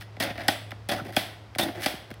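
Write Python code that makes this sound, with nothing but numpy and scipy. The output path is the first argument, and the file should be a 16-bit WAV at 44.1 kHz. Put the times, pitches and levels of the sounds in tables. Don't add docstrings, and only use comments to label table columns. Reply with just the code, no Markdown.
import sys
import numpy as np
from scipy import signal
from scipy.fft import rfft, irfft
from scipy.io import wavfile

SR = 44100
rng = np.random.default_rng(int(sys.argv[2]) if len(sys.argv) > 2 else 0)


def inscribe(sig):
    pcm = np.round(np.clip(np.atleast_2d(sig).T, -1, 1) * 32767)
    wavfile.write(sys.argv[1], SR, pcm.astype(np.int16))


N = 97020
SIZE = 32768
T, HZ = np.arange(SIZE) / SR, np.fft.rfftfreq(SIZE, 1 / SR)


def amp(db):
    return 10 ** (np.asarray(db) / 20)


def unit(x):
    return x / np.sqrt(np.sum(x ** 2) + 1e-20)


def read(points, hz):
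    freqs, values = np.transpose(points)
    return np.interp(np.log(hz + 1), np.log(freqs), values)


def add(mix, s, sound):
    part = mix[max(round(s * SR), 0):][:len(sound)]
    part += sound[:len(part)]


def peak(hz, width):
    return 1 / (1 + (2 * (HZ - hz) / width) ** 2)


def causal(gain):
    log = np.log(np.maximum(gain, 1e-6))
    return np.exp(np.conj(signal.hilbert(np.r_[log, log[-2:0:-1]])))[:len(gain)]


def impulses(per_s):
    return rng.standard_normal(SIZE) * (rng.random(SIZE) < per_s / SR)


# (frequency [Hz], relative level [dB])
AIR_SPECTRUM = [(28, -46), (68, 9.5), (230, -5), (700, -6), (2500, -17.5), (5000, -22), (7000, -32.5),
                (15000, -42)]
def air(level_db=-50.5):
    noise = irfft(rfft(rng.standard_normal(N)) * amp(read(AIR_SPECTRUM, np.fft.rfftfreq(N, 1 / SR))), N)
    return amp(level_db) * noise / noise.std()


# (time [s], level [dB])
HUM_LEVELS = [(0, -45), (1.152, -44), (1.45, -51.5), (1.74, -45.5), (1.95, -58.5), (2.2, -45)]
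def distant_hum(hz=106):
    t = np.arange(N) / SR
    waver_db = signal.resample(rng.standard_normal(30), N)
    level_db = np.interp(t, *np.transpose(HUM_LEVELS)) + waver_db
    return np.sqrt(2) * amp(level_db) * np.sin(2 * np.pi * hz * t)


# (frequency [Hz], relative level [dB])
TUBE_COLOUR = [(30, -32), (90, -3.5), (310, -0.5), (430, -8.5), (600, -1), (1080, -11), (1500, -6.5),
               (4800, -12), (6000, -17.5), (7250, -26), (8300, -23), (15500, -22)]
# (frequency [Hz], width [Hz], lift [dB])
TUBE_MODES = [(273, 237, 6.5), (565, 150, 3), (745.3, 160, 10), (1974, 200, 3.5), (3386, 320, 5.5),
              (5060, 140, 4.5), (7840, 91, 7.5), (9184, 185, 8.5), (10330, 1000, 4.5)]
def stick_body(force, bass_db, treble_db, chirp_s=0.0062, clangs=(),
               tuning=1, lift_scale=1, prompt_hz=15200):
    modes = [(hz * tuning if hz < 1000 else hz, width, lift_scale * db) for hz, width, db in TUBE_MODES]
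    lift_db = sum(db * peak(hz, width) for hz, width, db in modes + list(clangs))
    gain = amp(read(TUBE_COLOUR, HZ) + lift_db)
    gain /= np.sqrt(np.mean(gain ** 2))
    shelves_db = bass_db / (1 + (HZ / 1050) ** 4) + treble_db * (1 - 1 / (1 + (HZ / 5500) ** 4))
    tube = causal(gain * amp(shelves_db))
    lag_s = chirp_s / np.sqrt((np.minimum(HZ, prompt_hz) + 221) / 1000)
    chirp = np.exp(-2j * np.pi * np.cumsum(lag_s - lag_s.min()) * HZ[1])
    return irfft(rfft(force) * tube * chirp)[:SIZE * 3 // 4]


# (frequency [Hz], time to fall 60 dB [s])
RING_DECAY = [(500, 0.55), (3000, 0.55), (6000, 0.44), (15000, 0.35)]
def shimmer(count=110, low_hz=550, top_hz=15000, low_t60=0.32):
    roots = np.linspace(np.sqrt(low_hz), np.sqrt(top_hz), count)
    offsets, phases = rng.random((count, 2)).T
    freqs = (roots + offsets * (roots[1] - roots[0])) ** 2
    t60s = low_t60 * read(RING_DECAY, freqs) / RING_DECAY[0][1]
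    return unit(sum(hz ** 0.44 * np.sin(2 * np.pi * (hz * T + phase)) * amp(-60 * T / t60)
                    for hz, phase, t60 in zip(freqs, phases, t60s)))


# (time [s], length [s], level [dB], bass [dB], treble [dB], groan [Hz])
SPRING_SLIDES = [(0.0, 0.025, -37, -15, -0.5, 750), (0.212, 0.09, -31.5, -4, -9, 542),
                 (0.371, 0.051, -34.5, -4, -7, 645), (0.428, 0.062, -40, 0, -3, 690),
                 (0.894, 0.1, -37, -2, -1, 400), (1.041, 0.061, -43.5, 6, 2.5, 363),
                 (1.118, 0.063, -40, -4.5, 3.5, 620), (1.59, 0.1, -38.5, 6.5, -15, 332),
                 (1.744, 0.058, -40, 4.5, -0.5, 362), (1.797, 0.054, -31, -11, 4.5, 368)]
def scrapes(rise_s=0.0079, fall_s=0.0073, shimmer_db=-9):
    out = np.zeros(N)
    for s, length, db, bass, treble, groan_hz in SPRING_SLIDES:
        slips = impulses(per_s=1800)
        envelope = np.minimum(T / rise_s, 1) * np.exp(-np.maximum(T - length, 0) / fall_s)
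        force = slips / slips.std() * envelope
        force += amp(shimmer_db) * signal.fftconvolve(force, shimmer())[:SIZE]
        rasp, groan = (1830, 1100, 7.7), (groan_hz, 73, 8.5)
        add(out, s, amp(db) * stick_body(force, bass, treble, clangs=[rasp, groan]))
    return out


def chatter(rise_s):
    bounces = impulses(per_s=6000) * T * np.exp(-T / rise_s)
    return unit(signal.lfilter(*signal.butter(3, 1180, "high", fs=SR), bounces))


def contact(chatter_db, chatter_s, steel=0):
    return unit((T == 0) + amp(chatter_db) * chatter(chatter_s) + steel)


# (time [s], level [dB], bass [dB], treble [dB], chirp [s])
SLACK_KNOCKS = [(0.1678, -17, 7.5, -6, 0.01), (0.7078, -12, -24, 5, .008), (0.7174, -6, 0.5, -8, .015),
                (1.5504, -6.5, -17, -3, 0.0087), (1.5561, -14.5, 12.5, 8, .011),
                (2.1042, -17, 5.5, 8, 0.0075), (2.1126, -13, -4, 4.5, 0.01),
                (2.1403, -16.5, -31, 7, 0.00695)]
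def ticks(steel):
    out = np.zeros(N)
    for s, db, bass, treble, chirp_s in SLACK_KNOCKS:
        force = contact(chatter_db=3, chatter_s=0.0011, steel=steel)
        tick = stick_body(force, bass, treble, chirp_s, clangs=[(1700, 2600, 11.8)], prompt_hz=2368)
        add(out, s, amp(db) * tick)
    return out


# (frequency [Hz], relative level [dB])
RING_COLOUR = [(100, -16), (280, -5.5), (650, -4.5), (3400, -0.5), (7000, -4), (15000, 2)]
def ring(rise_s=0.004):
    hz, t, bands = signal.stft(rng.standard_normal(SIZE), SR, nperseg=256)
    bands *= amp(read(RING_COLOUR, hz)[:, None] - 60 * t / read(RING_DECAY, hz)[:, None])
    tail = signal.istft(bands, SR)[1][:SIZE]
    return unit(tail * (1 - np.exp(-T / rise_s)))


# (time [s], level [dB], bass [dB], treble [dB])
FOOT_STRIKES = [(0.1997, 0, 6, 3), (0.8877, -0.5, 11, 2.5), (1.5840, 4, 3.5, 6)]
def landings(steel):
    out = np.zeros(N)
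    for s, db, bass, treble in FOOT_STRIKES:
        force = contact(chatter_db=15, chatter_s=0.0021) + amp(-2) * ring() + steel
        add(out, s, amp(db) * stick_body(force, bass, treble, chirp_s=0.004116))
    return out


# (time [s], level [dB], bass [dB], treble [dB], clang [Hz])
COIL_SLAPS = [(0.2046, 3, 1.5, 1, 1860), (0.2225, 5, -2.5, -1, 4430), (0.2335, -3, -5, 7, 3360),
              (0.3045, -7.5, 7, -12, 1850), (0.3545, -10, 1.5, -15, 1850), (0.8935, 4, -8, -5, 3410),
              (0.9155, 2, 5.5, 0.5, 1870), (0.9315, 0, 2.5, -1, 663), (1.5930, 6.5, 4, 1, 1885),
              (1.6080, -6.5, 5, 13, 3470), (1.6280, -3.5, 12, 9, 3580), (1.8335, 2.5, -21, 0, 1870)]
def rattles(steel):
    out = np.zeros(N)
    for s, db, bass, treble, clang_hz in COIL_SLAPS:
        force = contact(chatter_db=6.5, chatter_s=0.0045) + amp(-14) * ring() + steel
        slap = stick_body(force, bass, treble, chirp_s=0.003943, clangs=[(clang_hz, 130, 8.5)])
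        add(out, s, amp(db) * slap)
    return out


# (time [s], level [dB], bass [dB], treble [dB], tuning of low modes [ratio], chirp [s], ring [dB])
LIFT_OFFS = [(0.4819, 14, -4, -0.5, 1.08, 0.0066, -8.5), (1.1650, 10, 0.5, 2, 1.024, 0.0069, -4),
             (1.8600, 8.5, -1.5, 1.5, 1.046, .0045, -4)]
STOP_MODES = [
    [1503, 1850, 4440, 4650, 4830, 5200],
    [1515, 1740, 2340, 2470, 2850, 3290, 4770, 5600],
    [1984, 2410, 2660, 4650, 4720, 5820],
]
def clacks(steel, buzz_db=-12):
    out = np.zeros(N)
    hollow_dip = (415, 61, -18)
    for (s, db, bass, treble, tuning, chirp_s, ring_db), pitches in zip(LIFT_OFFS, STOP_MODES):
        clangs = [hollow_dip] + [(hz, 104, 11) for hz in pitches]
        hit = contact(chatter_db=-1.5, chatter_s=0.002)
        knock = stick_body(hit, bass, treble, chirp_s, clangs, tuning, lift_scale=1.74)
        shudder = amp(ring_db) * ring() + steel + amp(buzz_db) * chatter(0.0014)
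        tail = stick_body(shudder, -3.5, treble, chirp_s)
        add(out, s, amp(db) * (knock + tail))
        add(out, s, amp(db) * spring_song())
    return out


# (frequency [Hz], level relative to the clack [dB])
FREE_NOTES = [(624, -51.5), (3240, -55), (7740, -60), (8960, -61), (10320, -63.5)]
def spring_song(count=9, spread=0.018, t60=0.5):
    notes = sum(amp(db) * np.sin(2 * np.pi * hz * (1 + spread * detune) * T)
                for hz, db in FREE_NOTES for detune in rng.uniform(-1.05, 1, count))
    return notes * amp(-60 * T / t60) / np.sqrt(count)


# (time [s], length [s], level [dB], pitch [Hz])
SPRING_SQUEALS = [(0.976, 0.041, -38, 1410), (1.594, 0.058, -32, 3600)]
def squeals(width_hz=300):
    out = np.zeros(N)
    for s, length, db, hz in SPRING_SQUEALS:
        tone = irfft(rfft(rng.standard_normal(SIZE)) * peak(hz, width_hz))
        swell = np.sin(np.pi * np.minimum(T / length, 1))
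        add(out, s, amp(db) * tone / tone.std() * swell)
    return out


# (time [s], level [dB], starting pitch [Hz])
FRAME_THUMPS = [(1.017, -30, 304), (1.939, -32.5, 523), (2.114, -32, 520)]
def thumps(rise_s=0.0034, glide_s=0.00465, end_hz=108):
    out = np.zeros(N)
    for s, db, start_hz in FRAME_THUMPS:
        pitch = end_hz + (start_hz - end_hz) * np.exp(-T / glide_s)
        envelope = T / rise_s * np.exp(1 - T / rise_s)
        add(out, s, amp(db) * envelope * np.sin(2 * np.pi * np.cumsum(pitch) / SR))
    return out


def scene():
    steel = amp(-10) * shimmer()
    knocks = landings(steel) + rattles(steel) + ticks(steel) + clacks(steel)
    return (knocks + scrapes() + squeals() + thumps() + air() + distant_hum())[None]


def record(dry, cutoff_hz=15900):
    lowpass = signal.firwin(511, cutoff_hz, window=("kaiser", 8), fs=SR)
    return signal.oaconvolve(dry, lowpass[None], "same")


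dry = scene()
out = record(dry)
inscribe(out)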